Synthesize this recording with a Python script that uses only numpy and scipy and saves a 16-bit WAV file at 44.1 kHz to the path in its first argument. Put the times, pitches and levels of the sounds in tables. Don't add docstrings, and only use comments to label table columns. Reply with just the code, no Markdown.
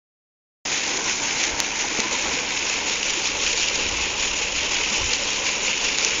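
import sys
import numpy as np
from scipy import signal
from scipy.fft import rfft, irfft
from scipy.io import wavfile
from scipy.ndimage import uniform_filter1d

SR = 44100
rng = np.random.default_rng(int(sys.argv[2]) if len(sys.argv) > 2 else 0)


def unload_wav(signal):
    wavfile.write(
        sys.argv[1],
        SR,
        np.round(np.clip(np.atleast_2d(signal).T, -1, 1) * 32767).astype(np.int16),
    )


N = 273420
TIME = np.arange(N) / SR
EDGE_HZ = 7290

# frequency in Hz, level in dB.
SPRAY_TONE = [(300, -21.5), (1100, -10.5), (1600, -7), (3400, -2.5), (4000, -3), (4700, -4.5), (5500, -0.5),
              (6100, -1.5), (6900, 1.5), (7300, -7.5)]


def gain_of(db):
    return 10 ** (np.asarray(db) / 20)


def evened(x):
    return x / np.sqrt(np.mean(x ** 2) + 1e-20)


def curves(rows):
    times, *columns = np.transpose(rows)
    return [np.interp(TIME, times, column) for column in columns]


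def add(mix, start_s, sound):
    part = mix[round(start_s * SR):][:len(sound)]
    part += sound[:len(part)]


def coloured(x, tone):
    hz = np.fft.rfftfreq(N, 1 / SR)
    tone_hz, tone_db = np.transpose(tone)
    gain = gain_of(np.interp(np.log(hz + 1), np.log(tone_hz), tone_db))
    return evened(irfft(rfft(x) * gain * (hz < EDGE_HZ), N))


def wander(rate_hz):
    hz = np.fft.rfftfreq(N, 1 / SR)
    return evened(irfft(rfft(rng.standard_normal(N)) * (hz > 0) / (1 + (hz / rate_hz) ** 4), N))


def resonate(x, hz, width_hz):
    turn = np.exp(2j * np.pi * np.cumsum(hz * np.ones(len(x))) / SR)
    fade = np.exp(-np.pi * width_hz / SR)
    return 2 * (turn * signal.lfilter([1 - fade], [1, -fade], x / turn)).real


def impacts(per_s, spread_db):
    size = gain_of(spread_db * np.minimum(rng.exponential(1, N), 4))
    return evened(size * rng.choice([-1, 1], N) * (rng.random(N) < per_s / SR))


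def by_position(beside, above):
    # time in seconds, camera position (0 is beside the wheel, 1 is above it).
    climb = [(1.9, 0), (2.7, 0.53), (3.5, 0.9)]
    return beside + (above - beside) * curves(climb)[0]


def bucket_pulse(between_db, rise_s, hold_s, delay_s):
    # time in seconds, buckets passing per second.
    wheel_speed = [(0.66, 5.48), (1.25, 5.844), (1.6, 5.448), (3.65, 5.456), (4.05, 4.784), (4.5, 5.72),
                   (6.2, 5.18)]
    passed = np.cumsum(curves(wheel_speed)[0]) / SR
    passed -= np.interp(0.673, TIME, passed)
    age = np.arange(round(SR / 2)) / SR
    blow = (1 - np.exp(-age / rise_s)) * np.exp(-(age / hold_s) ** 2)
    power = np.full(N, gain_of(between_db) ** 2)
    for entry_s in TIME[1:][np.diff(np.floor(passed)) > 0]:
        add(power, entry_s + delay_s, blow ** 2)
    return evened(np.sqrt(power))


def generator(base_hz):
    # multiple of the base pitch, level in dB.
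    hum_notes = [(2, -55), (3, -51), (4, -54)]
    cycles = np.cumsum(base_hz * (1 + 0.011 * wander(rate_hz=5))) / SR
    return sum(gain_of(db) * evened(np.sin(2 * np.pi * multiple * cycles)) for multiple, db in hum_notes)


def wind():
    # frequency in Hz, level of the rumble in dB.
    rumble_tone = [(8, -12.5), (18, 1), (35, -1.5), (60, -1.5), (85, -4.5), (120, -16), (220, -34.5),
                   (500, -54)]
    # time in seconds, level in dB.
    breeze_levels = [(0.66, -53), (2.7, -49), (4.3, -41.5), (6.2, -50)]
    # time of the peak in seconds, peak level in dB, half length in seconds.
    gusts = [(1.538, -40, .035), (2.28, -41.5, 0.035), (3.465, -40.5, .045), (3.928, -38.5, 0.11),
             (4.607, -44, 0.043), (5.044, -32, 0.038), (5.88, -41, 0.038), (6.136, -38, 0.021)]
    air = coloured(rng.standard_normal(N), rumble_tone)
    air /= np.sqrt(uniform_filter1d(air ** 2, size=10000))
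    gust_power = sum((gain_of(db) * np.exp(-((TIME - s) / half_s) ** 2 / 2)) ** 2 for s, db, half_s in gusts)
    return np.sqrt(gain_of(curves(breeze_levels)[0]) ** 2 + gust_power) * air


def camera_ticks(case_hz, case_fade_s):
    # start in seconds, snap level in dB, rattle level in dB, rattle fade time in seconds.
    ticks = [(1.6027, 3, -10, .0007), (2.0032, .3, -12, .0007), (2.1272, -14, -20, .002),
             (5.9856, -1.5, -11, .001)]
    # frequency in Hz, level in dB.
    rattle_tone = [(300, -17.5), (1500, -16), (3000, -2), (5000, 0), (6300, 8), (7300, -4)]
    out, lead_s = np.zeros(N), 12 / SR
    age = np.arange(4096) / SR - lead_s
    after = np.maximum(age, 0)
    case = np.cos(2 * np.pi * case_hz * age) * np.exp(-after / case_fade_s) * (age >= 0)
    push, rebound = np.sinc(2 * EDGE_HZ * age), np.sinc(2 * EDGE_HZ * (age - .00011))
    snap = .7 * push - .5 * rebound + .25 * case
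    chatter = np.tanh(coloured(rng.standard_normal(N), rattle_tone))
    for s, snap_db, rattle_db, fade_s in ticks:
        shake = (1 - np.exp(-(after / .0003) ** 2)) * np.exp(-after / fade_s)
        rattle = evened(np.roll(chatter, -round(s * SR))[:len(age)]) * shake
        add(out, s - lead_s, gain_of(snap_db) * snap + gain_of(rattle_db) * rattle)
    return out


def hand_bump():
    # start in seconds, level in dB, pitch in Hz, seconds to fade by 60 dB.
    thud_notes = [(1.9895, -20.5, 225, .055), (1.9898, -11, 420, .012)]
    out, age = np.zeros(N), np.arange(4096) / SR
    for s, db, hz, fade_s in thud_notes:
        phase = 2 * np.pi * hz * age
        add(out, s, gain_of(db - 60 * age / fade_s) * np.cos(phase) * (1 - np.exp(-phase)))
    return out


def glugs(swell_s, ring_s, rise_per_s):
    # start in seconds, peak level in dB, starting pitch in Hz.
    big_bubbles = [(1.060, -32, 1003), (1.764, -30.5, 902), (1.836, -33, 814), (2.032, -28.5, 996),
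                   (2.143, -31, 940), (2.255, -31.5, 220), (2.335, -31, 282), (2.367, -30.5, 485),
                   (3.172, -28.5, 334), (3.53, -30, 469), (3.784, -30, 477), (4.912, -32.5, 215),
                   (5.215, -32, 563)]
    out, age = np.zeros(N), np.arange(round(SR / 10)) / SR
    shape = (1 - np.exp(-age / swell_s)) * np.exp(-age / ring_s)
    for s, db, hz in big_bubbles:
        note = np.sin(2 * np.pi * hz * age * (1 + rise_per_s * age / 2))
        add(out, s, gain_of(db) * shape / shape.max() * note)
    return out


def churn(bubble_share, ring_cycles, glide, slosh_db):
    # time in seconds, level in dB.
    pour_levels = [(0.65, -33), (0.8, -34.5), (0.97, -32), (1.22, -33.5), (2.0, -33), (2.38, -32.5),
                   (2.5, -34), (3.7, -35.5), (3.8, -32.5), (4.15, -34.5), (6.2, -34)]
    # frequency in Hz, level in dB from beside the wheel, level in dB from above it.
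    churn_tones = [(80, -11, -30.5), (166, -7.5, -4.5), (245, -2, -5.5), (295, 1.5, -2), (435, -3, 0),
                   (453, 1, 1.5), (611, -4, -1.5), (635, -5.5, -9.5), (774, -3, -5), (864, 0.5, -1.5),
                   (997, -0.5, -0.5), (1240, -12, -8.5), (1520, -3.5, -10.5), (2400, -28.5, -23.5)]
    bubbles = np.zeros(N)
    for hz in np.geomspace(230, 1700, 40):
        cycles = np.arange(round(4 * ring_cycles * SR / hz)) * hz / SR
        shape = np.exp(-cycles / ring_cycles) * (1 - np.exp(-cycles / 2))
        note = shape * np.sin(2 * np.pi * cycles * (1 + glide * cycles / ring_cycles))
        bubbles += np.sqrt(hz) * evened(signal.oaconvolve(impacts(per_s=30, spread_db=2), note)[:N])
    gush, water = rng.standard_normal(N), np.zeros(N)
    tone_hz, beside_db, above_db = np.transpose(churn_tones)
    for weight, tone_db in (by_position(1, 0), beside_db), (by_position(0, 1), above_db):
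        tone = np.transpose([tone_hz, tone_db])
        water += weight * np.sqrt(bubble_share) * coloured(bubbles, tone)
        water += weight * np.sqrt(1 - bubble_share) * coloured(gush, tone)
    pour = bucket_pulse(between_db=2, rise_s=.013, hold_s=.071, delay_s=.013)
    return gain_of(curves(pour_levels)[0] + slosh_db * wander(rate_hz=20)) * pour * water


def smacks(rise_s, spatter_db, spatter_s):
    # start in seconds, level in dB, pitch in Hz, fade time in seconds.
    large_drops = [(3.0297, -9.5, 2780, 0.002), (5.1343, -3.5, 4300, 0.001), (5.779, -12.5, 6000, .001),
                   (5.8456, -11.5, 5460, 0.0012), (6.048, -2.5, 6300, 0.00077)]
    out, age = np.zeros(N), np.arange(2048) / SR
    spatter = coloured(rng.standard_normal(N), SPRAY_TONE)
    onset = 1 - np.exp(-(age / rise_s) ** 2)
    for s, db, hz, fade_s in large_drops:
        note = np.sin(2 * np.pi * hz * age) * np.exp(-age / fade_s)
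        scatter = gain_of(spatter_db) * spatter[round(s * SR):][:len(age)] * np.exp(-age / spatter_s)
        add(out, s, gain_of(db) * onset * (note + scatter))
    return out


def water_bursts(rise_s):
    # start in seconds, extra spray and extra cup ring in dB (0 adds as much power
    # as the usual splash has), length in seconds.
    bursts = [(.81, -14.5, 4, 0.057), (1.07, -4, -1.5, 0.044), (1.787, 0.5, -3.5, 0.057),
              (2.108, -0.5, -2, .04), (2.665, -2, -11.5, .06), (3.25, 1, -12, 0.039), (3.462, 0, -8, 0.026),
              (3.568, -2.5, -2.5, 0.073), (3.739, 2.5, -8, 0.024), (4.212, 1.5, -6, 0.064),
              (4.7, -3, -6.5, 0.083), (4.831, -12.5, 4, .03), (5.45, -6.5, 4, 0.035),
              (5.68, -10, -0.5, .06), (5.827, -4, -1, 0.078), (5.975, 1, -13.5, .03)]
    spray_power, cup_power = np.ones(N), np.ones(N)
    age = np.arange(round(SR / 2)) / SR
    for s, spray_db, cup_db, length_s in bursts:
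        shape = (1 - np.exp(-age / rise_s)) * np.exp(-(age / length_s) ** 4)
        add(spray_power, s, (gain_of(spray_db) * shape) ** 2)
        add(cup_power, s, (gain_of(cup_db) * shape) ** 2)
    return np.sqrt(spray_power), np.sqrt(cup_power)


def tearing_sheets(x, depth_db, tilt_db_per_octave):
    hz, times, spectrum = signal.stft(x, SR, nperseg=256, noverlap=192)
    patches = uniform_filter1d(rng.standard_normal(spectrum.shape), size=5, axis=0)
    patches = evened(uniform_filter1d(patches, size=12, axis=1))
    octaves = np.log2(np.maximum(hz, 1500) / 4000)[:, None]
    spectrum *= gain_of(depth_db * patches + octaves * np.interp(times, TIME, tilt_db_per_octave))
    return evened(signal.istft(spectrum, SR, nperseg=256, noverlap=192)[1][:N])


def spray_hiss(fizz_hz):
    drops = coloured(impacts(per_s=18000, spread_db=3.5), SPRAY_TONE)
    spray = tearing_sheets(drops, depth_db=1.5, tilt_db_per_octave=by_position(beside=0, above=1.54))
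    fizz = resonate(rng.standard_normal(N), fizz_hz, width_hz=980)
    fizz = evened(resonate(fizz, fizz_hz, width_hz=980))
    return spray + gain_of(by_position(beside=-6.5, above=-25.5)) * fizz


def cup_ring():
    cup_hz = by_position(beside=2286, above=2580) * (1 + 0.028 * wander(rate_hz=55))
    ring = resonate(impacts(per_s=11000, spread_db=2.5), cup_hz, width_hz=1110)
    return resonate(ring, cup_hz, width_hz=1050)


def jet_on_wheel():
    # time in seconds, spray level in dB, cup ring level in dB.
    splash_levels = [(0.65, -26, -30), (1.25, -27.5, -32.5), (1.4, -25, -27.5), (1.55, -29, -31.5),
                     (2.3, -27, -28.5), (2.45, -28.5, -29), (3.2, -25.5, -28.5), (3.35, -28, -29),
                     (3.5, -24, -26.8), (3.95, -27.5, -28), (4.55, -28, -27.5), (4.7, -26.5, -26.5),
                     (5.6, -26.62, -28.5), (5.75, -27.5, -26), (6.05, -26, -27.5), (6.2, -25.5, -25)]
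    spray_db, ring_db = curves(splash_levels)
    spray_boost, cup_boost = water_bursts(rise_s=.006)
    lumps = gain_of(1.31 * wander(rate_hz=120))
    hiss = evened(spray_boost * spray_hiss(fizz_hz=6350)) * gain_of(spray_db)
    hiss *= bucket_pulse(between_db=-1.5, rise_s=.022, hold_s=.13, delay_s=.002)
    ring = evened(cup_boost * cup_ring()) * gain_of(ring_db)
    ring *= bucket_pulse(between_db=-2, rise_s=.02, hold_s=.14, delay_s=.016)
    return lumps * (hiss + ring)


def scene():
    water = jet_on_wheel() + smacks(rise_s=.00014, spatter_db=-11, spatter_s=.003)
    water += churn(bubble_share=.48, ring_cycles=6.94, glide=.02, slosh_db=1.12)
    water += glugs(swell_s=.0076, ring_s=.014, rise_per_s=.91)
    handling = camera_ticks(case_hz=7100, case_fade_s=.00053) + hand_bump()
    return (water + generator(base_hz=69.6) + wind() + handling)[None]


def record(dry):
    start_s, top_hz = .6515, 16000
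    opened = dry * np.clip((TIME - start_s) / .002, 0, 1)
    edge_filter = signal.firwin(1023, EDGE_HZ, window=("kaiser", 8), fs=SR)[None]
    top_filter = signal.firwin(255, top_hz, window=("kaiser", 8), fs=SR)[None]
    clipped = np.clip(signal.oaconvolve(opened, edge_filter, "same"), -1, 1)
    return signal.oaconvolve(clipped, top_filter, "same")


dry = scene()
out = record(dry)
unload_wav(out)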